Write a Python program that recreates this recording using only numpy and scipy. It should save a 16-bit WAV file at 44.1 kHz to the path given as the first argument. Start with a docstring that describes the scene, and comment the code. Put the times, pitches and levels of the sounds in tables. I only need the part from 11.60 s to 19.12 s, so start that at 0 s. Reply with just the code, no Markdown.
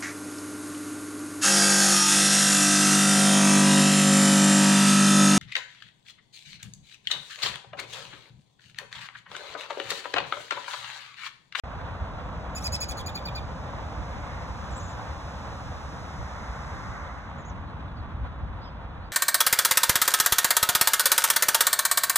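"""A thrush in a bare tree gives a quick volley of ten alarm notes. It sings each one with both sides
of its voice box (the syrinx) at once, so a lower and an upper voice sound together.
A thin, high twitter answers twice from further off; faint chirps and one soft note follow.
Twigs and trees echo the birds. Traffic roars in the distance, tyre hiss swells and drops away,
and a low rumble of wind and engines lies under it all."""
import sys
import numpy as np
from scipy import signal
from scipy.fft import rfft, irfft
from scipy.io import wavfile
from scipy.ndimage import uniform_filter1d

SR = 44100
rng = np.random.default_rng(int(sys.argv[2]) if len(sys.argv) > 2 else 0)


def digitize_waveform(pressure):
    """Quantize a signal to 16-bit integers and store it at the path in sys.argv[1].

    Rows of a 2-D input are taken as channels; values are limited to [-1, 1].
    """
    field = np.atleast_2d(pressure).T
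    bounded = np.clip(field, -1, 1)
    quanta = np.round(bounded * 32767).astype(np.int16)
    wavfile.write(sys.argv[1], SR, quanta)


N = 331632
TIME = np.arange(N) / SR
BINS_HZ = np.arange(N // 2 + 1) * SR / N

# the tone colour of each noise: (frequency [Hz], relative level [dB])
WIND_COLOUR = [(22, -39), (32, -14), (45, -6.5), (62, 2.5), (85, -1.5), (120, -10), (170, -25),
               (300, -27.5)]
ENGINE_COLOUR = [(90, 1), (120, 0), (160, 1), (230, -4.5), (300, -8), (380, -18), (700, -47)]
DRONE_COLOUR = [(200, -25), (380, -8), (520, 1), (750, -0.5), (1100, -8.5), (2000, -30), (4000, -55)]
ROAR_COLOUR = [(450, -18.5), (750, -1), (1020, 2.5), (1500, -3.5), (2100, -11.5), (2800, -16.5),
               (3700, -18), (4800, -28), (7000, -41), (15000, -53.5)]
CAR_COLOUR = [(700, -7.5), (1150, 3.5), (1750, -2.5), (2150, -2.5), (2600, -23), (4000, -42)]
HISS_COLOUR = [(1500, -8), (2400, 8), (3100, 6), (3700, 13), (4600, 8.5), (5400, 12.5), (6200, 11),
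               (7400, 2), (8600, 1), (10000, -7), (13500, -13), (15500, -22)]
RASP_COLOUR = [(2000, -1), (3500, 2), (5000, 5), (7000, 6), (9000, 4), (10500, 0), (13000, -2), (16000, -8)]
FIZZ_COLOUR = [(10000, -17), (11500, 9), (12800, 5), (14300, 11), (15700, 10)]
# how alike a noise is on the left and right: (frequency [Hz], likeness [0-1])
USUAL_LIKENESS = [(60, .8), (250, .83), (600, .8), (1200, .68), (2200, .61), (3000, .5), (3200, 1)]
WIND_STEREO_LIKENESS = [(40, 0.85), (130, 0.81), (300, 1), (700, 1)]
# how far the right channel lags the left: (frequency [Hz], lag [radians])
RIGHT_LAG = [(0, 0), (800, -.5), (1300, -.3), (2000, 1.6), (2430, 3.65), (2850, 3.4), (3300, 1.4),
             (3700, 1.35), (4700, 3.14), (8950, 9.42), (13100, 15.7), (15600, 18.85)]
# left-right balance: (frequency [Hz], left minus right [dB])
BALANCE = [(500, 0.1), (1750, -0.4), (2150, -5), (2600, -5), (3100, -2.5), (3800, 0.1)]

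# the strength of the breeze: (time [s], level [dB])
BREEZE_LEVELS = [(0, -38.5), (2.3, -37.5), (3.9, -40.5), (5.85, -41.5), (6.75, -36.5), (7.3, -40)]
# gusts that buffet the microphone: (start [s], relative peak [dB])
GUST_PEAKS = [(0.397, -26), (1.083, -25), (2.359, -33), (3.099, -28), (3.471, -35), (4.582, -23),
              (4.878, -28), (5.104, -35), (6.608, -23.5), (6.803, -27)]
# far traffic: (time [s], engine rumble [dB], road drone [dB], tyre roar [dB])
TRAFFIC_LEVELS = [(0, -44, -45, -41.5), (1.3, -41, -43, -43), (3.2, -42, -45, -41.5),
                  (5.3, -44, -47.5, -45), (6.4, -42.5, -50.5, -45.5), (7.5, -45.5, -50.5, -47)]
# nearer cars: (time when closest [s], level [dB], time to fall to half [s], brightness [dB per octave])
CAR_PASSES = [(2.7, -50.5, 0.22, 12), (4.95, -43.5, 0.55, -3), (5.38, -42, 0.25, -4)]
# whistles further off: a small bird's twitter and chirps, then the thrush's soft note at 7.01 s # as two plain
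# arches: (start [s], length [s], first pitch [Hz], middle pitch [Hz], last pitch [Hz],
FAR_WHISTLES = [(3.105, .04, 8400, 7200, 6200, 120, -55), (3.145, .066, 6400, 7750, 5600, 170, -48),
                (3.205, .075, 5800, 7300, 6000, 260, -51), (3.275, .062, 6400, 7250, 6200, 380, -52.5),
                (5.778, .05, 6700, 7100, 5900, 160, -61), (5.845, .068, 5900, 6850, 5400, 330, -56.5),
                (6.062, .045, 4500, 4000, 4200, 250, -61), (6.275, .025, 3970, 3700, 3300, 100, -59),
                (6.362, .05, 4450, 4600, 3900, 200, -60), (7.010, .085, 4300, 5060, 4700, 70, -56.5),
                (7.022, .075, 4400, 3350, 3150, 150, -57.5), (7.415, .077, 3850, 4500, 4700, 120, -62.5)]

# the thrush's notes: (start [s], run-up [s], length [s], lower pitch [Hz], upper pitch [Hz],
# opening scoop [0 = none], lower level [dB], lower level after its fall [dB], upper level [dB],
# lower shrillness [0-1], upper shrillness [0-1], rasp [dB], fizz [dB], trill depth [0-1])
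ALARM_NOTES = [(0.951, .002, 0.046, 2340, 2540, 0, -48, -55, -47, 1, 0.65, -46, -64, .1),
               (1.037, 0.036, 0.046, 2250, 2510, 1.6, -48, -58, -45, 0.9, 0.9, -41, -58, .2),
               (1.121, .002, 0.046, 2270, 2553, .7, -38.5, -48, -42.5, 0.75, 0.98, -41, -58, 0.3),
               (1.205, .002, .044, 2293, 2510, .7, -39.5, -47, -43, 0.8, 0.8, -44, -58, .35),
               (1.285, .002, 0.045, 2270, 2436, .4, -42.5, -47, -49, 0.72, .45, -44, -64, 0.4),
               (1.371, .002, 0.049, 2256, 2380, .6, -43, -44, -53, 0.55, 0.6, -50, -62, .7),
               (1.461, .002, .046, 2340, 2450, .8, -41.5, -45.5, -48, 0.58, 0.3, -57, -58, 0.55),
               (1.548, .003, 0.05, 2330, 2430, .9, -37, -47, -46, 0.29, .2, -62, -58, 0.5),
               (1.652, .002, 0.046, 2374, 2436, 1, -36, -46, -46, 0, 0.1, -71, -58, 0.25),
               (1.751, .003, 0.047, 2340, 2430, 1.4, -37, -47, -45, 0.08, 0.05, -72, -64, 0.5)]
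# the overtones of its two voices:
# (harmonic [number], lower mellow [dB], lower shrill [dB], upper mellow [dB], upper shrill [dB])
VOICE_OVERTONES = [(1, -20, -8, 3, 1.5), (2, 0, 0, -12, 12), (3, -20, 10.5, -22, -4),
                   (4, -29, -3, -35, -15), (5, -29, -9, -38, -17), (6, -23, -7, -34, -19),
                   (7, -26, -12, -40, -24)]
# pitch through a note, with the run-up before 0:
# (position [share of length], lower pitch [ratio], upper pitch when shrill [ratio])
NOTE_GLIDE = [(-.1, .78, .85), (0, .95, .92), (.1, .995, .95), (.22, 1, .97), (.38, .965, .995),
              (.56, .71, 1), (.76, .785, .99), (.88, .74, .9), (1.05, .6, .62)]
# loudness through a note: (position [share of length], lower voice [dB], upper voice [dB])
NOTE_SWELL = [(-.1, -19, -30), (0, -8, -22), (.14, 1, -11), (.3, 0.5, -6), (.42, -2, 0), (.55, -4, 0),
              (.78, 0, 0), (.9, -2, -5), (1.05, -11, -18)]


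def from_db(db):
    """Turn decibels into a gain to multiply by."""
    return 10 ** (np.asarray(db) / 20)


def unit_power(x):
    """Scale a signal so that its average power is 1."""
    return x / np.sqrt(np.mean(x ** 2) + 1e-20)


def along(rows, where):
    """Look up `where` in a table's first column and read off the other columns."""
    first, *columns = np.transpose(rows)
    return [np.interp(where, first, column) for column in columns]


def at_hz(points):
    """Join a table's points into a curve over all frequencies, with octaves evenly spaced."""
    hz, value = np.transpose(points)
    return np.interp(np.log(BINS_HZ + 1), np.log(hz), value)


def drift(rate_hz):
    """A random wander of typical size 1, mostly slower than the given rate."""
    return unit_power(irfft(rfft(rng.standard_normal(N)) / (1 + (BINS_HZ / rate_hz) ** 2), N))


def noise(colour, likeness=USUAL_LIKENESS):
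    """Stereo noise of the given colour, fading beyond the ends of its table."""
    shared, side = rfft(rng.standard_normal((2, N)))
    alike = np.clip(at_hz(likeness), -1, 1)
    low_cut = np.minimum(BINS_HZ / colour[0][0], 1) ** 2
    high_cut = np.minimum(colour[-1][0] / (BINS_HZ + 1), 1) ** 2
    stereo = np.sqrt(1 + alike) * shared + np.sqrt(1 - alike) * side * [[1], [-1]]
    return unit_power(irfft(stereo * from_db(at_hz(colour)) * low_cut * high_cut, N))


def wind(lump_db=2.0, gust_db=-7, rise_s=0.025, fall_s=0.038):
    """The breeze rumbles on the microphone in lumps; each gust adds a short thud."""
    breeze_db, = along(BREEZE_LEVELS, TIME)
    gusts = sum(from_db(db + gust_db) * np.interp(TIME - start, [0, rise_s, rise_s + fall_s], [0, 1, 0])
                for start, db in GUST_PEAKS)
    rumble = noise(WIND_COLOUR, WIND_STEREO_LIKENESS)
    steady_rumble = rumble / np.sqrt(uniform_filter1d(np.mean(rumble ** 2, axis=0), size=5000))
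    return (from_db(breeze_db + lump_db * drift(19)) + gusts) * steady_rumble


def traffic(waver_db=1.0):
    """Far away, engines rumble, the road drones and tyres roar."""
    engines, drone, roar = from_db(along(TRAFFIC_LEVELS, TIME))
    road = drone * noise(DRONE_COLOUR) + roar * noise(ROAR_COLOUR)
    return road * from_db(waver_db * drift(22)) + engines * noise(ENGINE_COLOUR)


def cars():
    """Nearer cars swell as they come and fade as they go."""
    passing = 0
    for closest_s, db, half_s, brightness in CAR_PASSES:
        colour = [(hz, level + brightness * np.log2(hz)) for hz, level in CAR_COLOUR]
        passing += from_db(db) / (1 + ((TIME - closest_s) / half_s) ** 2) * noise(colour)
    return passing


def tyre_hiss(full_db=-55.5, rise_db_per_s=3.5, full_at_s=3.08, leaves_at_s=5.215, fade_s=0.32):
    """The hiss of tyres builds, holds, and drops away behind the last car."""
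    building = from_db(full_db - rise_db_per_s * np.maximum(full_at_s - TIME, 0))
    leaving = 1 / (1 + (np.maximum(TIME - leaves_at_s, 0) / fade_s) ** 2)
    return building * leaving * noise(HISS_COLOUR)


def echoes(sound, decay_s):
    """Countless faint reflections blend into a tail that drops 60 dB in decay_s."""
    tail = noise([(1500, 3), (5000, 7), (9000, 4), (16000, -14.5)])
    tail *= from_db(-60 * TIME / decay_s) * np.minimum(TIME / 0.0021, 1)
    tail = tail[:, :SR] / np.sqrt(np.sum(tail ** 2) / 2)
    return signal.fftconvolve(sound[None], tail, axes=1)[:, :N]


def voice(pitch_hz, overtone_db):
    """One vibrating membrane in a bird's throat: a stack of harmonics on a gliding pitch."""
    phase = 2 * np.pi * np.cumsum(pitch_hz) / SR
    return sum(from_db(db) * np.sin(harmonic * phase + rng.uniform(0, 2 * np.pi))
               for harmonic, db in enumerate(overtone_db, 1))


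def whistles(buzz_hz=170, shake_hz=110, flutter_db=3, echo_s=0.0085, echo_gain=0.33):
    """Thin, scratchy whistles arch up and down, with an echo from a branch."""
    out, flutter, shake = np.zeros(N), drift(200), drift(700)
    for start, length, first_hz, middle_hz, last_hz, buzz_depth_hz, db in FAR_WHISTLES:
        at = np.flatnonzero((TIME > start) & (TIME < start + length))
        t = TIME[at] - start
        slide = np.interp(t, [0, length], [first_hz, last_hz])
        arch = (middle_hz - (first_hz + last_hz) / 2) * np.sin(np.pi * t / length)
        buzz = buzz_depth_hz * np.sin(2 * np.pi * buzz_hz * t + flutter[at] / 2)
        octave_db = 2 * db + 23   # the overtone fades quickly in softer whistles
        whistle = voice(slide + arch + buzz + shake_hz * shake[at], [db, octave_db])
        out[at] += whistle * from_db(flutter_db * (flutter[at] - .5)) * signal.windows.tukey(len(at), .25)
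    return out + echo_gain * np.interp(TIME - echo_s, TIME, out)


def thrush(trill_hz=317, trill_bend=0.0072, beak_db=7, shrill_range_db=22,
           flutter_db=2, early_rasp_db=-9, snap_db=-4, snap_s=0.0015):
    """Two membranes sing each note: the lower voice arches and falls, then the upper one takes over."""
    out = np.zeros(N)
    _, low_mellow, low_bright, up_mellow, up_bright = np.transpose(VOICE_OVERTONES)[:, :, None]
    steps_above_second = np.maximum(np.arange(len(VOICE_OVERTONES)) - 1, 0)[:, None]
    first_share, crest_share, last_share = NOTE_GLIDE[0][0], NOTE_GLIDE[3][0], NOTE_GLIDE[-1][0]
    low_shake, up_shake, flutter = drift(460), drift(500), drift(270)
    rasp, fizz = noise(RASP_COLOUR)[0], noise(FIZZ_COLOUR)[0]
    wobble = 1 + .008 * np.array([drift(69), drift(75)])   # no two notes bend quite alike
    up_flutter = drift(120)
    pulsing = np.sin(2 * np.pi * trill_hz * TIME + drift(60))
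    for (start, run_up, length, low_hz, up_hz, scoop, low_db, fallen_db, up_db,
         low_shrill, up_shrill, rasp_db, fizz_db, trill) in ALARM_NOTES:
        at = np.flatnonzero((TIME > start - run_up) & (TIME < start + length * last_share))
        t = TIME[at] - start
        share = np.where(t < 0, -first_share * t / run_up, t / length)   # how far through the note
        low_ratio, up_ratio = along(NOTE_GLIDE, share) * wobble[:, at]
        low_ratio = low_ratio ** np.where(share < crest_share, scoop, 1)
        low_swell, up_swell = along(NOTE_SWELL, share)
        fallen = np.interp(share, [.33, .55], [0, 1])   # 1 once the lower voice has dropped
        # the membranes shake in the run-up, settle, then shake more as the note runs out
        shake = .007 + .02 * np.where(t < 0, 1, share ** 2)

        # the lower voice pulses quickly; the beak closes as it falls, and muffles it
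        pulse = trill * pulsing[at]
        muffling_db = beak_db * (1 - low_ratio) * (t > 0) * steps_above_second
        low_pitch = low_hz * low_ratio * (1 + shake * low_shake[at] + trill_bend * pulse)
        low_overtones = low_mellow + low_shrill * (1 - fallen / 2) * (low_bright - low_mellow)
        lower = voice(low_pitch, low_overtones - muffling_db) * (1 + pulse)
        lower *= from_db(low_db + fallen * (fallen_db - low_db) + low_swell)

        # a mellow upper voice sags a little; a shrill one brightens as it swells, then plunges
        up_pitch = up_hz * up_ratio ** (.2 + .8 * up_shrill) * (1 + shake * up_shake[at] * 2 / 3)
        brightness = up_shrill * np.clip(1.5 + up_swell * (1 - fallen) / shrill_range_db, 0, 1) ** 2
        upper = voice(up_pitch, up_mellow + brightness * (up_bright - up_mellow))
        upper *= from_db(up_db + up_swell + flutter_db * (1.5 - up_shrill) * up_flutter[at])

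        # rasping air grows once the lower voice falls, and fades at the end of the note
        air = from_db(np.maximum(low_swell / 2, up_swell) + early_rasp_db * (1 - fallen))
        air *= np.interp(share, [.8, 1.15], [1, 0])
        # air snaps through when the voice box opens suddenly
        snap = from_db(snap_db) * snap_s / max(run_up, snap_s) * np.exp(-np.abs(t) / snap_s) * (t > 0)
        breath = (air + snap) * from_db(rasp_db) * rasp[at] + from_db(fizz_db + low_swell) * fizz[at]

        note = np.sqrt(2) * (lower + upper) + breath
        out[at] += note * from_db(flutter_db * flutter[at]) * signal.windows.tukey(len(at), .08)
    return out


def scene():
    """Birds among twigs and trees, over the road and the breeze."""
    birds = thrush() + whistles()
    twigs = from_db(-13) * echoes(birds, decay_s=.085)
    trees = from_db(-19) * echoes(birds, decay_s=.5)
    return birds + twigs + trees + traffic() + cars() + tyre_hiss() + wind()


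def record(dry, start_s=.036, fade_s=.002, cutoff_hz=15900):
    """A stereo-widening filter shifts phase and balance, spreading the treble; the very top is cut."""
    lag, = along(RIGHT_LAG, BINS_HZ)
    balance_db = at_hz(BALANCE)
    widening = np.array([from_db(balance_db / 2), from_db(-balance_db / 2) * np.exp(-1j * lag)])
    fades = np.clip(np.minimum(TIME - start_s, TIME[-1] - TIME) / fade_s, 0, 1)
    low_pass = 1 / np.sqrt(1 + (BINS_HZ / cutoff_hz) ** 200)
    return irfft(rfft(dry * fades) * widening * low_pass, N)


dry = scene()
out = record(dry)
digitize_waveform(out)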